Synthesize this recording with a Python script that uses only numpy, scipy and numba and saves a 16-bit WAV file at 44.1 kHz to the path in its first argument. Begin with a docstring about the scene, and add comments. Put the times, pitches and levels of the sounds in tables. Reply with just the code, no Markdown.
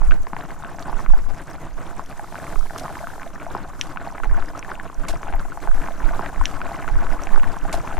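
"""Thick sauce boils hard in a metal pot; a phone with two microphone ports is held in the steam above it.
From the start the burner roars softly and gas and steam hiss (shaped noise), puffs of steam thump on the ports
(slow pressure swings), and bubbles burst with dull pops and thin ticks (short decaying rings), echoed by pot and stove.
A bright rush of steam swells from 1.9 to 3.4 s; fat spits (fading noise) near 2.8, 3.8 and 5.1 s.
From 5.62 s to the end an earlier stretch, taken from 2.98 s on, is laid on top."""
import sys
import numpy as np
from scipy import signal
from scipy.fft import rfft, irfft
from scipy.io import wavfile
from scipy.ndimage import uniform_filter1d
from numba import njit

SR = 44100
rng = np.random.default_rng(int(sys.argv[2]) if len(sys.argv) > 2 else 0)


def volts_from_db(level):
    """Convert decibel levels to linear amplitude ratios."""
    exponent = np.asarray(level, float) / 20
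    return 10 ** exponent


def unload_audio(sound):
    """Save the sound as a 16-bit wav file, at the path given as the first command line argument."""
    columns = np.transpose(np.atleast_2d(sound))
    # keep every value between -1 and 1, then stretch to whole-number steps
    steps = np.round(np.clip(columns, -1, 1) * 32767)
    wavfile.write(sys.argv[1], SR, steps.astype(np.int16))


N = 352359
T = np.arange(N) / SR


def colour(x, table, db):
    """Shapes the spectrum of noise by a table of (pitch_hz, relative level_db) and sets its rms level."""
    hz, gain_db = np.transpose(table)
    f = np.arange(N // 2 + 1) * SR / N + 1  # 1 Hz up, to keep the logarithm finite
    gain = volts_from_db(np.interp(np.log(f), np.log(hz), gain_db, left=-60, right=-60))
    y = irfft(rfft(x) * gain, N)
    return y * volts_from_db(db) / np.sqrt(np.mean(y ** 2))


def walk(rate):
    """Random levels held 1 / rate s and slewed twice; spread near 1."""
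    k = int(SR / rate)
    held = np.repeat(rng.standard_normal(N // k + 1), k)
    return 1.88 * uniform_filter1d(uniform_filter1d(held, k), k)[:N]


def stereo_noise(table, db, side_db):
    """Noise with a shared part and a part of opposite sign in the two ports."""
    mid, side = (colour(rng.standard_normal(N), table, db) for _ in range(2))
    return mid + volts_from_db(side_db) * side * np.array([[1], [-1]])


def burner_roar(bunch):
    """Low flame noise whose level wavers and rises and falls with the bunches of bursts."""
    # spectrum of the burner: pitch_hz, relative level_db
    roar_colour = [(55, 3.5), (100, -4), (160, 0.5), (240, -10.5), (290, 0.5), (400, -10.5), (690, -7),
                   (1400, -12.5), (4000, -32), (7000, -52)]
    waver_db = 0.17 * walk(9.8) + 4.83 * np.tanh(bunch)
    return volts_from_db(waver_db) * stereo_noise(roar_colour, -42.0, -21.0)


def gas_hiss(bunch):
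    """Lasting treble noise of gas and steam that flickers in level."""
    # spectrum of the hiss: pitch_hz, relative level_db
    hiss_colour = [(1500, -73), (3000, -24), (5000, -2), (6800, 7), (9000, 1.5), (12500, -0.5),
                   (15500, -8.5)]
    flicker_db = 1.86 * walk(60) + 0.6 * bunch
    return volts_from_db(flicker_db) * stereo_noise(hiss_colour, -61.5, 0)


def steam_rush():
    """One bright rush of steam: treble noise that swells and sinks."""
    # course of the rush: time_s, level_db
    surge = [(1.9, -72), (2.3, -55.5), (2.6, -53.5), (3.08, -54), (3.13, -56), (3.4, -70.5)]
    rush = stereo_noise([(3000, 1.5), (8000, -0.5), (12500, -3.5), (15500, -10)], 0, -4.5)
    return volts_from_db(np.interp(T, *np.transpose(surge))) * rush


def steam(port):
    """Each puff sucks at the membrane, which swings back and dips once more; a slow draught wanders around."""
    # puffs on the ports: time_s (deepest suction), port, level_db (suction before the high-pass), pitch_hz
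    puffs = [(0.018, "right", -2.5, 19), (0.08, "left", -3, 25), (0.105, "right", -1.5, 20.6),
             (0.196, "left", -8, 19), (0.944, "right", -8.5, 20), (1.095, "right", 3.5, 17.2),
             (1.114, "left", -2.5, 13), (1.255, "left", -9, 15), (1.732, "right", -16, 17),
             (2.567, "right", -5.5, 14), (4.277, "right", -6.5, 26), (4.304, "right", -4.5, 23),
             (4.308, "left", -17, 54), (4.333, "left", -5.5, 10), (4.99, "right", -8, 21.6),
             (5.106, "left", -10.5, 18.4), (5.345, "left", -8, 24), (5.352, "right", -12, 23),
             (5.696, "right", -2, 20), (5.718, "left", -5, 12.5), (6.045, "right", -3, 25),
             (6.109, "left", -12.5, 20), (6.38, "right", -9, 25), (6.411, "left", -5, 25),
             (7.104, "right", -7, 20), (7.346, "right", 1.5, 12.3), (7.382, "left", -4, 7.9)]
    suck_turns, swing_turns = 0.16, 0.23  # widths, in turns of the thump's pitch
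    swing_back, settle = 0.59, 0.13  # rebound and last dip, relative to the suction
    stir_late_s, stir_s, stir_db = 0.034, 0.12, -21  # turbulence that trails each puff
    swing, stir = np.zeros(N), np.zeros(N)
    for s, side, db, hz in puffs:
        if side != port:
            continue
        turns = (T - s) * hz
        suction = np.exp(-(turns / suck_turns) ** 2)
        rebound = swing_back * np.exp(-((turns - .5) / swing_turns) ** 2)
        last_dip = settle * np.exp(-((turns - 1) / swing_turns) ** 2)
        swing += volts_from_db(db) * (rebound - suction - last_dip)
        stir += volts_from_db(db + stir_db) * np.exp(-((T - s - stir_late_s) / stir_s) ** 2)
    thumps = signal.sosfilt(signal.butter(2, 6., "high", fs=SR, output="sos"), swing)
    draught_colour = [(3, 21.5), (10, 28.0), (18, 21.0), (35, 10.5), (70, -3.5), (140, -39)]
    draught = colour(rng.standard_normal(N), draught_colour, 0)
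    return thumps + draught * (stir + volts_from_db(-33.0 + 1.1 * walk(4.945)))


def kitchen(x, t60, db, side_db):
    """Short dull echoes off the pot and the stove, a little different in the two ports."""
    t = T[:SR // 4]
    fade = np.exp(-np.log(1000) * t / t60) * (t > .0015)
    mid, side = rng.standard_normal((2, len(t))) * fade
    tail = (mid + volts_from_db(side_db) * side * np.array([[1], [-1]])) / np.sqrt(np.sum(mid ** 2))
    dull = signal.sosfilt(signal.butter(1, 3000., fs=SR, output="sos"), tail)
    return x + volts_from_db(db) * signal.fftconvolve(x, dull, axes=1)[:, :N]


def spits():
    """Fat spits: a sharp spray of noise that starts at once, flutters and fades."""
    # fat spitting: start_s, level_db (typical, at the start), t60_s
    spit_list = [(2.779, -35, 0.057), (2.795, -36, 0.038), (3.812, -48, 0.4), (5.083, -36.5, 0.17)]
    # spectrum of the spray: pitch_hz, relative level_db
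    spray_colour = [(500, -10), (2500, 10), (8000, 7), (12000, 1), (15500, -20)]
    fade = np.zeros(N)
    for s, db, t60 in spit_list:
        fade += volts_from_db(db) * (T >= s) * np.exp(-np.log(1000) * np.maximum(T - s, 0) / t60)
    return fade * volts_from_db(2.7 * walk(300)) * stereo_noise(spray_colour, 0, -6.5)


@njit
def grains(at, hz, size, cycles, rise, glide, pan, n, sr):
    """Each grain is a ring that rises, climbs in pitch by glide and dies within some cycles."""
    out = np.zeros((2, n))
    for k in range(len(at)):
        start = int(at[k] * sr)
        for i in range(min(int(6 * cycles[k] * sr / hz[k]), n - start)):
            c = i * hz[k] / sr  # cycles since the start
            envelope = (1 - np.exp(-c / rise)) ** 2 * np.exp(-c / cycles[k])
            v = size[k] * envelope * np.sin(2 * np.pi * c * (1 + glide * c))
            out[0, start + i] += v * pan[k]
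            out[1, start + i] += v / pan[k]
    return out


def bursts(at, hz, db, cycles, rise, glide, pan_db):
    """Bubble bursts, each with its own ring length and place; at and db give roughly the peak."""
    chance = rng.standard_normal((len(at), 2)).T
    start = np.maximum(at - 1.461 / hz, 0)  # the ring needs a moment to reach its peak
    pan = volts_from_db(0.3 + pan_db * chance[1])  # leans slightly left
    # top of the grain's envelope at the typical ring length
    crest = (1 + 2 * cycles / rise) ** (-rise / cycles) / (1 + rise / (2 * cycles)) ** 2
    return grains(start, hz, volts_from_db(db) / crest, cycles * np.exp(.25 * chance[0]), rise, glide, pan, N, SR)


def swarm(bunch, count, hz, octaves, spread_db, bunch_db, top_db):
    """Times, pitches and relative sizes of many bursts that are louder in bunches."""
    u = rng.random((count, 2)).T
    at = u[0] * N / SR
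    pitch = hz * 2 ** (octaves * rng.standard_normal(count))
    size_db = -spread_db * np.log(1 - u[1]) + bunch_db * bunch[(u[0] * N).astype(int)]
    return at, pitch, np.minimum(size_db, top_db)


def ticks(bunch):
    """Small bright bursts at the surface that also knock the pot wall into ringing, over a fine fizz."""
    # bright ticks: time_s, level_db (before the high-pass), pitch_hz
    tick_list = [(0.233, -32, 4540), (0.795, -31.5, 5330), (0.826, -28, 3930), (1.124, -31, 2340),
                 (1.385, -37, 7000), (1.473, -36, 5300), (1.981, -33, 5900), (2.062, -33, 8800),
                 (2.593, -32, 5200), (2.78, -22, 8300), (2.797, -24, 4140), (3.796, -37, 6500),
                 (3.8127, -6, 2940), (4.459, -36, 7000), (4.577, -32.5, 6450), (4.593, -19, 5290),
                 (4.945, -32.5, 5700), (5.172, -35, 6400)]
    # ringing modes of the pot wall: pitch_hz, level_db (relative to the tick, before filtering), t60_s
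    wall_modes = [(1730, -22, 0.026), (1870, -36, 0.048), (5660, -1.5, 0.0039)]
    at, db, hz = np.transpose(tick_list)
    bright = bursts(at, hz, db, cycles=0.75, rise=0.4, glide=0., pan_db=0.3)

    knock = np.zeros(N)
    knock[((at - 1 / hz) * SR).astype(int)] = volts_from_db(db)
    t = T[:SR // 10]
    wall = np.zeros(len(t))
    for f, g, t60 in wall_modes:
        wall += volts_from_db(g) * np.sin(2 * np.pi * f * t) * np.exp(-np.log(1000) * t / t60)
    soft = signal.butter(4, 6800., fs=SR, output="sos")  # a wet knock is dull at the top
    clank = signal.sosfilt(soft, signal.fftconvolve(knock, wall)[:N])

    at, hz, db = swarm(bunch, count=6500, hz=6500, octaves=0.52, spread_db=4.0, bunch_db=2.0, top_db=20.5)
    fizz = bursts(at, np.minimum(hz, 15000), db - 59.5, cycles=3.2, rise=0.68, glide=0., pan_db=2.5)
    thin = signal.butter(2, 1300., "high", fs=SR, output="sos")
    return signal.sosfilt(thin, bright + fizz + clank)


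def pop(at, hz, db, cycles, snap_db, thud_db):
    """The skin tears with a short high snap, the cavity rings, and the sauce slumps with a low thud."""
    scatter = rng.standard_normal((len(at), 4)).T
    snap_hz = np.clip(1.74 * hz * np.exp(0.19 * scatter[0]), 1100, 2500)
    snap = bursts(at, snap_hz, db + snap_db + 2 * scatter[1], cycles=1.0, rise=0.16, glide=0., pan_db=-1.8)
    thud_hz = 280 * np.exp(0.37 * scatter[2])
    thud = bursts(at + 0.00403, thud_hz, db + thud_db + 2.84 * scatter[3],
                  cycles=1.0, rise=0.41, glide=0., pan_db=3.0)
    ring = bursts(at, hz, db, cycles, rise=0.34, glide=0.011, pan_db=0.02)
    # the air in the pot cancels one band of the snap and the ring
    return signal.lfilter(*signal.iirnotch(470., 2.2, fs=SR), snap + ring) + thud


def bubbling(bunch):
    """Loud pops over a patter of small ones; the pot's air sings along and thick sauce damps the treble."""
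    # strength of the boil: time_s, level_db (base level of the small bursts, before filtering)
    boil = [(0.0, -44), (0.5, -38), (1.5, -45), (3.0, -35.5), (3.7, -41.5), (4.3, -37), (8.0, -38)]
    # loudest bubble bursts: time_s, level_db (of the ring, before filtering), pitch_hz
    pops = [(0.019, -20.0, 940), (0.111, -17.5, 1270), (0.12, -16.5, 1450), (0.27, -21.0, 940),
            (0.334, -15.0, 860), (0.367, -18.0, 880), (0.409, -23.5, 1570), (0.638, -24.5, 940),
            (0.648, -22.5, 1430), (0.787, -22.0, 790), (0.883, -20.0, 820), (0.897, -23.5, 850),
            (0.93, -22.0, 880), (0.994, -20.5, 930), (1.063, -18.0, 1160), (1.137, -23.0, 780),
            (1.996, -20.0, 920), (2.196, -23.0, 790), (2.326, -23.5, 820), (2.345, -24.5, 900),
            (2.356, -21.0, 1340), (2.443, -23.5, 1060), (2.559, -22.5, 1120), (2.708, -23.0, 750),
            (2.762, -18.5, 1100), (2.882, -22.0, 990), (2.894, -24.5, 940), (2.955, -23.0, 1600),
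            (3.014, -24.5, 740), (3.072, -22.5, 1130), (3.22, -24.5, 950), (3.232, -21.5, 1130),
            (3.467, -22.5, 650), (3.551, -16.0, 950), (3.568, -22.0, 870), (3.962, -21.5, 920),
            (3.973, -17.0, 1290), (4.074, -22.5, 750), (4.183, -23.0, 800), (4.202, -22.5, 860),
            (4.236, -18.5, 1300), (4.245, -22.0, 930), (4.313, -23.0, 950), (4.381, -21.0, 810),
            (4.425, -20.5, 1220), (4.628, -22.0, 2230), (4.718, -17.5, 1210), (4.799, -20.0, 1630),
            (5.052, -24.0, 1200), (5.232, -22.5, 1060), (5.282, -23.0, 760), (5.327, -19.0, 810),
            (5.338, -23.0, 820), (5.348, -21.5, 750), (5.575, -21.5, 820), (5.675, -18.5, 830),
            (5.887, -22.0, 820), (6.137, -21.0, 1040), (6.262, -20.0, 1670), (6.413, -17.0, 960),
            (6.79, -21.5, 780), (7.378, -22.0, 820), (7.434, -19.0, 1000), (7.569, -21.0, 830),
            (7.653, -22.0, 740), (7.743, -13.5, 690)]
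    # resonances of the air inside the pot: pitch_hz, sharpness_q, level_db (relative to the bursts)
    pot_air = [(689, 20, 3.5), (826, 36, -4), (1500, 15, -3)]
    at, db, hz = np.transpose(pops)
    loud_pops = pop(at, hz, db, cycles=1.35, snap_db=-3.5, thud_db=-17)
    at, hz, db = swarm(bunch, count=1500, hz=1060, octaves=0.52, spread_db=4.5, bunch_db=3.0, top_db=9.5)
    boil_db = np.interp(at, *np.transpose(boil))
    patter = pop(at, hz, db + boil_db, cycles=1.7, snap_db=-11.5, thud_db=-14.5)
    dry_bursts = loud_pops + patter
    singing = sum(volts_from_db(g) * signal.lfilter(*signal.iirpeak(f, q, fs=SR), dry_bursts) for f, q, g in pot_air)
    return signal.sosfilt(signal.butter(2, 2900., fs=SR, output="sos"), dry_bursts + singing)


def scene():
    """Burner, hiss, steam on the ports, and the pot with its echoes."""
    bunch = walk(48)  # bursts, roar and hiss surge together
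    background = burner_roar(bunch) + gas_hiss(bunch) + steam_rush()
    puffs = np.array([steam("left"), steam("right")])
    pot = kitchen(spits() + ticks(bunch) + bubbling(bunch), t60=0.062, db=-13.5, side_db=-4.0)
    return background + puffs + pot


def lay_again(dry):
    """An edit lays an earlier stretch over the end, half as loud for its first moment."""
    from_s, at_s = 2.9765, 5.62
    lag = int((at_s - from_s) * SR)
    gain = np.interp(T - at_s, [0, .005, .13, .14], [0, .5, .5, 1])
    return dry + gain * np.roll(dry, lag, axis=1)


def roll_off(x):
    """The treble ends steeply here."""
    return signal.sosfilt(signal.butter(12, 15720, fs=SR, output="sos"), x)


def record(dry):
    """The earlier stretch is laid on top and peaks flatten at full scale."""
    mixed = np.clip(lay_again(dry), -1, 1)
    return roll_off(mixed)


dry = scene()
out = record(dry)
unload_audio(out)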